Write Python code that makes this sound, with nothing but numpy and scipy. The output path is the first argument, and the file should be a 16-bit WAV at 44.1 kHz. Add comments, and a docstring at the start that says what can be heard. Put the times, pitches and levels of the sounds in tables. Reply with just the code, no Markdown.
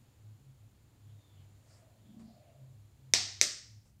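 """A silicone bubble toy on the floor of a bare room, one small microphone close to it.
At first there is only faint hiss and a rumble that swells in the room's low resonances.
From about a second in, two fingers settle on the toy, rub on it and press. Just after three seconds
two domes snap through, one after the other: each a millisecond crack that bounces off the floor and
the near walls and rings out in the room. A last tick and rub follow as the hiss sinks."""
import sys
import numpy as np
from scipy import signal
from scipy.fft import rfft, irfft, next_fast_len
from scipy.io import wavfile
from scipy.ndimage import map_coordinates

SR = 44100
rng = np.random.default_rng(int(sys.argv[2]) if len(sys.argv) > 2 else 0)


def to_wav(s):
    """Save 16-bit WAV."""
    ch = np.atleast_2d(s).T  # columns
    pcm = np.round(np.clip(ch, -1, 1) * 32767)  # PCM
    wavfile.write(sys.argv[1], SR, pcm.astype(np.int16))


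N = 176400

# spectra of the room's hiss and steady rumble: frequency_hz, relative_db
HISS_SPECTRUM = [(150, -11.5), (300, 1.5), (450, -4), (700, -5.5), (1000, -9), (1600, -13.5), (3000, -14.5),
                 (4300, -14.5), (5500, -21.5), (6500, -17.5), (7100, -10), (7700, -20), (10000, -22.5),
                 (15500, -27)]
RUMBLE_SPECTRUM = [(20, -18.5), (35, -14), (50, -8), (70, -2), (85, -5.5), (100, 2), (135, -3), (165, -14),
                   (200, -12), (300, -21), (400, -40.5)]
# course of the hiss: time_s, level_db
HISS_LEVEL = [(0, -72), (.7, -74), (1.3, -71.5), (2.9, -73.5), (3.4, -73), (3.75, -77.5), (4, -81.5)]
# swells of the room's low resonances: middle_s, half_length_s, pitch_hz, level_db
ROOM_SWELLS = [(0.292, .055, 104.9, -52.5), (.49, .05, 134.2, -57), (.64, 0.048, 104, -59),
               (1.1, 0.063, 103.3, -51.5), (1.1, 0.065, 137.3, -64), (1.432, 0.12, 98.1, -56.5),
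               (1.41, 0.086, 139.2, -66.5), (2.15, 0.063, 198, -58), (2.202, 0.092, 224.7, -57),
               (2.16, 0.081, 119.4, -64), (2.66, .07, 132, -53), (2.78, .06, 102, -57),
               (3.09, .07, 133.4, -57.5), (3.208, 0.069, 98.4, -53.5), (3.38, 0.056, 98.2, -56.5),
               (3.758, 0.052, 105.8, -56.5)]
RUMBLE_DB, WANDER_RAD, WANDER_KNOTS_PER_S = -63.5, 0.45, 14

# soft rubs on the toy and, in the 217 Hz row, a low swell of the room's resonance:
# middle_s, half_length_s, centre_hz, half_width_hz, glide_hz_per_s, level_db
NOISE_SWELLS = [(1.102, .05, 3360, 200, -3, -81.5), (1.279, 0.097, 3560, 110, -1400, -78),
                (1.404, .05, 2930, 600, -4000, -77), (1.736, 0.04, 4980, 453, 5, -72),
                (1.741, 0.066, 7250, 1500, 0, -73.5), (1.753, 0.077, 1390, 805, 1, -75.5),
                (1.84, .13, 620, 80, -2, -72), (2.102, 0.049, 3370, 400, 2, -79),
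                (2.311, 0.083, 4600, 650, -2500, -76.5), (2.438, 0.17, 638, 70.5, -200, -67),
                (2.484, 0.061, 2470, 494, -4, -79), (2.192, .09, 217, 45.7, -3, -57.5),
                (3.88, .03, 6800, 1500, 0, -78)]
# small ticks of the silicone: start_s, level_db
TICKS = [(2.195, -64), (3.855, -71)]
# spectrum of a tick: frequency_hz, relative_db
TICK_SPECTRUM = [(200, 8), (700, 10), (2000, -1), (5000, -7), (9000, -5), (14000, -39)]
TICK_T60_S = 0.24

# domes snapping through: start_s, gain_db, pitch_ratio, floor_bounce_ms, thud_db, tail_db, t60_ratio
POPS = [(3.1375, 4.6, 0.977, 0.48, -27.5, -27.5, 1.01), (3.4137, 4.6, 1.015, 0.46, -32.5, -29.5, 0.94)]
# modes of a dome: pitch_hz, relative_db, t60_s
DOME_MODES = [(2270, -16.5, .005), (3750, -13, .0045), (5580, -1.5, 0.0031), (8200, -14.5, 0.0019),
              (11200, -26, .002)]
THUD_HZ, THUD_T60_S, SNAP_ATTACK_S, BOUNCE_DB = 540, .007, .00004, -7.5
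# echoes off near walls and furniture: delay_s, gain_db
WALL_ECHOES = [(.0053, -22.5), (0.0105, -19.5), (0.0137, -22.5), (.0252, -22), (.028, -23)]
# spectrum of the room's tail, one list for each pop: frequency_hz, relative_db
TAIL_SPECTRA = [
    [(100, -63.5), (170, -19.5), (260, -10), (400, -15), (540, -19.5), (730, -9), (900, -17), (1100, -16),
     (1550, -17.5), (1850, -8), (2800, -10), (3800, -4), (5200, -0.5), (6200, -4), (7300, -9), (8700, -14),
     (9600, -27.5), (15000, -36)],
    [(100, -60.5), (170, -21.5), (240, -9), (400, -13), (620, -10.5), (900, -32), (1250, -14), (1550, -15),
     (1850, -8), (2800, -11), (3800, -6.5), (5300, 0), (6200, -3), (7300, -5), (8700, -9.5), (9600, -21),
     (12000, -22.5), (15000, -36.5)],
]
# reverberation time of the bare room: frequency_hz, t60_s
ROOM_T60 = [(250, .38), (800, 0.5), (1900, 0.58), (3200, 0.53), (5500, .57), (8500, 0.46), (10000, 0.28),
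            (14000, .35)]
EARLY_DB, EARLY_T60_S, ROOM_BUILD_S = 5, 0.14, 0.0046  # the first dense reflections die faster

MIC_LOW_HZ, MIC_HIGH_HZ = 220, 8800
PEAK_CEILING, BAND_LIMIT_HZ = 1.2, 15600


def amp(db):
    """Decibels to gain."""
    return 10 ** (np.asarray(db) / 20)


def unit_rms(x):
    """Scaled to rms 1."""
    return x / np.sqrt(np.mean(x ** 2) + 1e-20)


def curve_at(points, hz):
    """(frequency_hz, value) points read on a log frequency axis."""
    knots_hz, values = np.transpose(points)
    return np.interp(np.log(hz + 1), np.log(knots_hz + 1), values)


def filtered(x, response):
    """x through a filter given as gain against frequency."""
    size = next_fast_len(len(x) + 8192)
    return irfft(rfft(x, size) * response(np.fft.rfftfreq(size, 1 / SR)), size)[:len(x)]


def noise(spectrum, count=N):
    """Coloured noise of rms 1."""
    return unit_rms(filtered(rng.standard_normal(count), lambda hz: amp(curve_at(spectrum, hz))))


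def wobble(t, knots_per_s):
    """A smooth random curve."""
    return map_coordinates(rng.standard_normal(64), [t * knots_per_s], mode="mirror")


def swell(t, half_length_s):
    """A bell-shaped rise and fall around t = 0."""
    return np.exp(-.5 * (t / half_length_s) ** 2)


def add(track, start_s, sound):
    """Mix a sound in at start_s."""
    part = track[round(start_s * SR):][:len(sound)]
    part += sound[:len(part)]


def room_tone():
    """Hiss that sinks after the pops, and rumble that swells at the room's low resonances."""
    t = np.arange(N) / SR
    rumble = amp(RUMBLE_DB) * noise(RUMBLE_SPECTRUM)
    hiss = amp(np.interp(t, *np.transpose(HISS_LEVEL))) * noise(HISS_SPECTRUM)
    for middle_s, half_length_s, pitch_hz, level_db in ROOM_SWELLS:
        near = abs(t - middle_s) < .5
        offset_s = t[near] - middle_s
        wander = WANDER_RAD * wobble(offset_s + .5, WANDER_KNOTS_PER_S)
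        hum = np.sqrt(2) * np.sin(2 * np.pi * pitch_hz * offset_s + wander)
        rumble[near] += amp(level_db) * swell(offset_s, half_length_s) * hum
    return rumble + hiss


def rubs_and_room_swell():
    """Swelling bands of noise: faint fingertip rubs, and the room's resonance once near 220 Hz."""
    out = np.zeros(N)
    t, hz = np.arange(SR) / SR - .5, np.fft.fftfreq(SR, 1 / SR)
    for middle_s, half_length_s, centre_hz, half_width_hz, glide_hz_per_s, level_db in NOISE_SWELLS:
        response = 1 / np.hypot(1, ((hz - centre_hz) / half_width_hz) ** 2)
        band = np.fft.ifft(np.fft.fft(rng.standard_normal(SR)) * response)
        glide = np.exp(1j * np.pi * glide_hz_per_s * t ** 2)  # slides the whole band
        sound = unit_rms(np.real(band * glide))
        add(out, middle_s - .5, amp(level_db) * swell(t, half_length_s) * sound)
    return out


def silicone_ticks():
    """The silicone ticks under the fingers: sudden, fading bursts of noise."""
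    out, t = np.zeros(N), np.arange(SR) / SR
    for start_s, level_db in TICKS:
        add(out, start_s, amp(level_db - 60 * t / TICK_T60_S) * noise(TICK_SPECTRUM, count=SR))
    return out


def dome_snap(t, pitch_ratio, thud_db):
    """A dome flips: its damped modes and the hollow under it ring briefly and push the air."""
    t = np.maximum(t, 0)
    onset = 1 - np.exp(-t / SNAP_ATTACK_S)
    modes = DOME_MODES + [(THUD_HZ, thud_db, THUD_T60_S)]
    displacement = sum(amp(db - 60 * t / t60) * np.sin(2 * np.pi * hz * pitch_ratio * t) / (2 * np.pi * hz)
                       for hz, db, t60 in modes)
    return -np.gradient(displacement * onset) * SR


def microphone(hz):
    """The small microphone rolls off the bass and the top of each crack, 12 dB an octave."""
    low, high = 1j * hz / MIC_LOW_HZ, 1j * hz / MIC_HIGH_HZ
    bass_cut = low * low / (1 + np.sqrt(2) * low + low * low)
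    return bass_cut / (1 + np.sqrt(2) * high + high * high)


def dome_pops():
    """Each snap reaches the microphone directly, then off the floor, the near walls and the room."""
    out, t = np.zeros(N), np.arange(SR // 10) / SR
    for pop, spectrum in zip(POPS, TAIL_SPECTRA):
        start_s, gain_db, pitch_ratio, floor_bounce_ms, thud_db, tail_db, t60_ratio = pop

        def crack(age_s):
            """The snap with its bounce off the floor."""
            bounce = dome_snap(age_s - floor_bounce_ms / 1000, pitch_ratio, thud_db)
            return dome_snap(age_s, pitch_ratio, thud_db) + amp(BOUNCE_DB) * bounce

        echoes = sum(amp(wall_db) * crack(t - delay_s) for delay_s, wall_db in WALL_ECHOES)
        add(out, start_s, amp(gain_db) * filtered(crack(t) + echoes, microphone))
        add(out, start_s, amp(tail_db) * room_tail(spectrum, t60_ratio))
    return out


def room_tail(spectrum, t60_ratio):
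    """The room's diffuse answer to one snap; each frequency dies at its own speed."""
    hz, t, bands = signal.stft(noise(spectrum, count=SR), SR, nperseg=256)
    late = amp(-60 * t / (t60_ratio * curve_at(ROOM_T60, hz)[:, None]))
    early = amp(EARLY_DB - 60 * t / EARLY_T60_S)
    tail = signal.istft(bands * np.hypot(late, early), SR, nperseg=256)[1][:SR]
    build_up = 1 - np.exp(-np.arange(SR) / SR / ROOM_BUILD_S)
    return tail * build_up


def scene():
    """Toy and room at one close microphone."""
    return (dome_pops() + rubs_and_room_swell() + silicone_ticks() + room_tone())[None]


def record(dry):
    """The recorder rounds off the highest peaks and keeps nothing above its band limit."""
    rounded = dry[0] / (1 + (dry[0] / PEAK_CEILING) ** 8) ** (1 / 8)
    return filtered(rounded, lambda hz: 1 / np.sqrt(1 + (hz / BAND_LIMIT_HZ) ** 160))[None]


dry = scene()
out = record(dry)
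to_wav(out)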